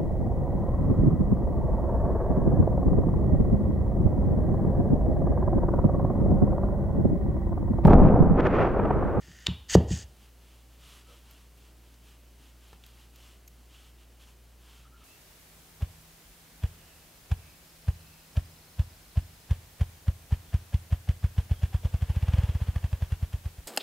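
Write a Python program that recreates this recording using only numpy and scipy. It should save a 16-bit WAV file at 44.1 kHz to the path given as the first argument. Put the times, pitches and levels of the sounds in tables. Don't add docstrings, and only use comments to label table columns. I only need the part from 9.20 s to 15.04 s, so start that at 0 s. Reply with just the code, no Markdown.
import sys
import numpy as np
from scipy import signal
from scipy.fft import rfft, irfft
from scipy.io import wavfile

SR = 44100
rng = np.random.default_rng(int(sys.argv[2]) if len(sys.argv) > 2 else 0)


def persist_wave(psi):
    counts = np.round(np.clip(psi, -1, 1) * 32767).astype(np.int16)
    wavfile.write(sys.argv[1], SR, np.atleast_2d(counts).T)


N = 257544
T = np.arange(N) / SR
FREQS_HZ = np.fft.rfftfreq(N, 1 / SR) + 1e-3

# frequency in Hz, level in dB.
HUM_PARTIALS = [(59.2, -55.5), (118.4, -71)]
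# frequency in Hz, relative density in dB.
AIR_SPECTRUM = [(76, -29.5), (130, -3), (320, -4.5), (497, -9), (803, -12.5), (1150, -15.5), (1970, -16.5),
                (2720, -16.5), (2890, -15), (3530, -20), (4220, -18), (5370, -20), (15500, -23.5)]
SKIN_SPECTRUM = [(200, -3), (500, -7), (1200, 2), (2000, -3), (3200, -3), (5000, -3), (8000, -5.5),
                 (13000, -9.5), (16000, -20)]
ROOM_RUMBLE_SPECTRUM = [(20, -12), (60, 2), (130, -4), (300, -9.5), (900, -48.5)]
CHANNEL_HISS_SPECTRUM = [(30, 14), (150, 10), (600, 5), (2500, -5.5), (14000, -2)]
TABLE_RUMBLE_SPECTRUM = [(30, -17), (80, -4.5), (170, -16), (300, -30), (900, -20.5), (2000, -32.5)]
# band centre in Hz, T60 in seconds, gain in dB.
ROOM_BANDS = [(90.2, .45, -3.5), (200.6, .35, -5), (455.3, 0.4, -4.5), (800, 0.55, -3.5),
              (1300, 0.36, -5.5), (1900, 0.37, -13), (2980, 0.5, -11.5), (4603, 0.44, -18.5),
              (6497, 0.33, -20.5), (13000, 0.24, -22.5)]
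# frequency in Hz, relative level in dB, T60 in seconds.
TABLE_MODES = [(75.4, -13, 0.3), (106, -6, 0.11), (136, -7, 0.13), (178.84, -4.5, 0.14),
               (234.7, -25.5, 0.31), (336.3, -3.5, 0.022), (403, 3, 0.016), (510, -9, .016),
               (719, -8, 0.0083), (1061, -13.5, .008)]
BOTTLE_MODES = [(1390, -23, .02), (1850, -16, 0.033), (2447, -23, .012), (3080, 2, .009), (3584, 9, 0.0074),
                (4254, 1.5, .005), (4930, -10.5, 0.0043), (7040, -7.5, 0.014), (12470, -25.5, .008),
                (14100, -38.5, .02)]
# start in seconds, gain in dB, contact in seconds, relative room send in dB.
TABLE_BUMPS = [(0.079, -36.5, 0.0033, -11), (0.282, -13.5, 0.0039, -16.5), (0.552, 0.5, 0.001, -13.5),
               (0.7067, -9.5, 0.0042, -14.5), (3.5293, -47, .0005, -6.5)]
# centre in Hz, width in Hz, relative gain in dB.
SCRAPE_BANDS = [(1400, 400, -11.5), (1847, 150, 2), (2971, 440, -2), (3650, 500, -5.5), (4700, 530, -2.5),
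                (6456, 690, 0), (7650, 980, -6)]
# frequency in Hz, relative gain in dB.
SCRAPE_EQ = [(500, -12.5), (1600, -1.5), (8000, 2.5), (9500, 4.5), (15000, -2)]
# start in seconds, length in seconds, midpoint level in dB,
# trend in dB per second, tilt in dB per octave, attack in seconds.
BOTTLE_SLIDES = [(0, 0.3, -57.5, 11, -5.5, 0.013), (0.479, 0.081, -32.5, 215, -1.1, .018),
                 (.662, 0.19, -43, -84, 0.5, 0.062)]
# start in seconds, peak level in dB.
BOTTLE_CLICKS = [(0.2639, -28), (0.2655, -22.5), (0.2681, -8), (0.2702, -15.5), (0.27, -25)]
# start in seconds, gain in dB, resonance in Hz,
# width in Hz, relative crack gain in dB.
FINGER_TICKS = [(0.9682, -59.5, 4687, 1498, -4.5), (2.1106, -51, 12670, 400, 2),
                (2.375, -62, 12500, 1500, -1), (2.742, -60, 5000, 2000, -3),
                (3.5303, -44.5, 1148, 500, -28), (3.638, -46, 2750, 700, -26), (3.664, -51, 13400, 2000, 5),
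                (3.9588, -52, 13200, 500, 6), (4.2767, -49, 6430, 250, -3), (4.279, -51.5, 12500, 300, 6)]
# start in seconds, length in seconds, pitch in Hz, level in dB.
SKIN_SQUEAKS = [(1.85, 0.12, 1280, -63.5), (1.86, 0.11, 520, -64), (5.645, 0.038, 1306, -61),
                (5.71, 0.083, 1350, -64.5), (5.802, 0.046, 1260, -64)]
# start in seconds, length in seconds, level in dB, relative drag in dB.
FINGER_STROKES = [(.85, .14, -75, -1), (0.958, 0.15, -66.5, -2.5), (1.17, 0.28, -69, 0),
                  (1.467, 0.13, -70, -3), (1.573, .28, -58, -3), (1.835, 0.19, -63, -.5),
                  (1.993, 0.29, -64, -2), (2.337, 0.2, -67.5, -2.5), (2.599, 0.21, -72, -2),
                  (2.81, 0.17, -65, -2.5), (3.002, .11, -76.5, -2), (3.173, 0.16, -65, -3.5),
                  (3.381, .21, -65.5, -1.5), (3.616, 0.12, -64.5, -2), (3.7, 0.19, -64.5, -1.5),
                  (3.919, .27, -61.5, -3), (4.27, 0.28, -72.5, -8), (4.49, 0.13, -64, 1.5),
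                  (4.55, .18, -64, -1.5), (4.767, 0.097, -70.5, 2.5), (4.991, 0.062, -62, 0.5),
                  (5.019, .13, -64.5, -4.5), (5.383, .3, -62.5, -3), (5.755, .2, -67.5, 1.5)]


def undb(db):
    return 10 ** (np.asarray(db) / 20)


def unit(x):
    return x / np.sqrt(np.mean(x ** 2))


def colour(x, points):
    hz, db = np.transpose(points)
    gain = undb(np.interp(np.log(FREQS_HZ), np.log(hz), db))
    return unit(irfft(rfft(x) * gain, N))


def resonate(x, hz, width_hz):
    return signal.lfilter(*signal.iirpeak(hz, hz / width_hz, fs=SR), x)


def ring(hz, t60_s):
    t = T[:SR // 2]
    swell = 1 - np.exp(-t / (0.018 * t60_s))
    return -np.cos(2 * np.pi * hz * t) * swell * np.exp(-np.log(1000) * t / t60_s)


def add(track, start_s, sound):
    start = int(start_s * SR)
    track[start:start + len(sound)] += sound[:N - start]


def friction(spread_db):
    noise = rng.standard_normal(N)
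    slip_db = spread_db * np.repeat(rng.standard_normal(N // 32 + 1), 32)[:N]
    return unit(noise * undb(slip_db))


def hand_speed(start_s, length_s):
    phase = np.interp(T, [start_s, start_s + length_s / 2, start_s + length_s], [0, 1, 0])
    return np.sin(np.pi / 2 * phase)


def background():
    hum = sum(undb(db) * np.sqrt(2) * np.sin(2 * np.pi * hz * T + rng.uniform(0, 2 * np.pi))
              for hz, db in HUM_PARTIALS)
    air = undb(-63) * colour(rng.standard_normal(N), AIR_SPECTRUM)
    rumble = undb(-70.5) * colour(rng.standard_normal(N), ROOM_RUMBLE_SPECTRUM)
    hiss = [colour(rng.standard_normal(N), CHANNEL_HISS_SPECTRUM) for _ in range(2)]
    return hum + air + rumble + undb(-67.5) * np.array(hiss)


def room(x, predelay_s=0.005, build_s=0.0034):
    hz, t60_s, db = np.transpose(ROOM_BANDS)
    spectrum, t = rfft(rng.standard_normal(N)), T[:SR]
    response = 0
    for k, share in enumerate(np.eye(len(hz))):
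        band = irfft(spectrum * np.interp(np.log(FREQS_HZ), np.log(hz), share), N)[:SR]
        decay_per_s = np.log(1000) / t60_s[k]
        envelope = np.exp(-decay_per_s * t) * np.sqrt(2 * decay_per_s / SR)
        response += undb(db[k]) * band * envelope
    arrival = np.clip((t - predelay_s) / build_s, 0, 1)
    return signal.fftconvolve(x, response * arrival)[:N]


def table_bumps():
    direct, send = np.zeros(N), np.zeros(N)
    top = sum(undb(db) * ring(hz, t60_s) for hz, db, t60_s in TABLE_MODES)
    top = signal.sosfilt(signal.butter(4, 55, "high", fs=SR, output="sos"), top)
    for start_s, db, contact_s, send_db in TABLE_BUMPS:
        force = np.sin(np.pi * np.minimum(T[:SR // 50] / contact_s, 1)) ** 2
        thud = undb(db) * signal.fftconvolve(top, force / force.sum())
        add(direct, start_s, thud)
        add(send, start_s, thud * undb(send_db))
    return direct, send


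def bottle_slides(release_share=0.14):
    slips = friction(spread_db=2.5)
    rumble = undb(-13) * colour(friction(spread_db=9.5), TABLE_RUMBLE_SPECTRUM)
    out = np.zeros(N)
    for start_s, length_s, mid_db, trend_db_per_s, tilt_db_per_oct, attack_s in BOTTLE_SLIDES:
        scrape = 0
        for k, (hz, width_hz, db) in enumerate(SCRAPE_BANDS):
            gain = undb(db + tilt_db_per_oct * np.log2(hz / 4500))
            scrape += (-1) ** k * gain * resonate(slips, hz, width_hz)
        age_s = np.clip(T - start_s, 0, length_s)
        attack = np.minimum(age_s / attack_s, 1) ** 2
        release = np.clip((start_s + length_s - T) / (release_share * length_s), 0, 1)
        level = undb(mid_db + trend_db_per_s * (age_s - length_s / 2))
        out += attack * release * level * (colour(scrape, SCRAPE_EQ) + rumble)
    return out


def bottle_clicks():
    out = np.zeros(N)
    body = sum(undb(db) * ring(hz, t60_s) for hz, db, t60_s in BOTTLE_MODES)
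    for start_s, db in BOTTLE_CLICKS:
        add(out, start_s, undb(db) * body / np.abs(body).max())
    return out


def finger_ticks(decay_s=0.003):
    out, t = np.zeros(N), T[:SR // 4]
    for start_s, db, hz, width_hz, crack_db in FINGER_TICKS:
        burst = rng.standard_normal(len(t)) * np.exp(-t / decay_s)
        body = resonate(burst, hz, width_hz) * np.sqrt(SR / (np.pi * width_hz))
        crack = undb(crack_db) * resonate(burst, hz=4400, width_hz=6200)
        add(out, start_s, undb(db) * (body + crack))
    return out


def skin_squeaks(width_hz=130):
    slips = friction(spread_db=2)
    out = np.zeros(N)
    for start_s, length_s, hz, db in SKIN_SQUEAKS:
        tone = unit(resonate(resonate(slips, hz, width_hz), hz, width_hz))
        out += undb(db) * hand_speed(start_s, length_s) * tone
    return out


def finger_strokes(speed_exponent=0.75, rest_db=-77, rest_drag_db=-3):
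    hiss_power = np.full(N, undb(rest_db) ** 2)
    drag_power = hiss_power * undb(rest_drag_db) ** 2
    for start_s, length_s, db, drag_db in FINGER_STROKES:
        power = (undb(db) * hand_speed(start_s, length_s) ** speed_exponent) ** 2
        hiss_power += power
        drag_power += power * undb(drag_db) ** 2
    hiss = colour(friction(spread_db=0.5), SKIN_SPECTRUM)
    drag = resonate(friction(spread_db=1), hz=2890, width_hz=1100)
    drag = unit(resonate(drag, hz=3130, width_hz=1500))
    return np.sqrt(hiss_power) * hiss + np.sqrt(drag_power) * drag


def scene():
    bumps, bump_send = table_bumps()
    clicks, slides = bottle_clicks(), bottle_slides()
    fingers = finger_strokes() + skin_squeaks() + finger_ticks()
    direct = bumps + clicks + slides + fingers
    send = undb(6.5) * bump_send + undb(2.5) * clicks + slides + undb(-3) * fingers
    side = undb(-16) * np.diff(room(send), prepend=0)
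    return direct + room(send) + np.array([side, -side]) + background()


def record(dry):
    cutoff_hz = 15800
    return signal.sosfilt(signal.ellip(10, 0.1, 80, cutoff_hz, fs=SR, output="sos"), dry)


dry = scene()
out = record(dry)
persist_wave(out)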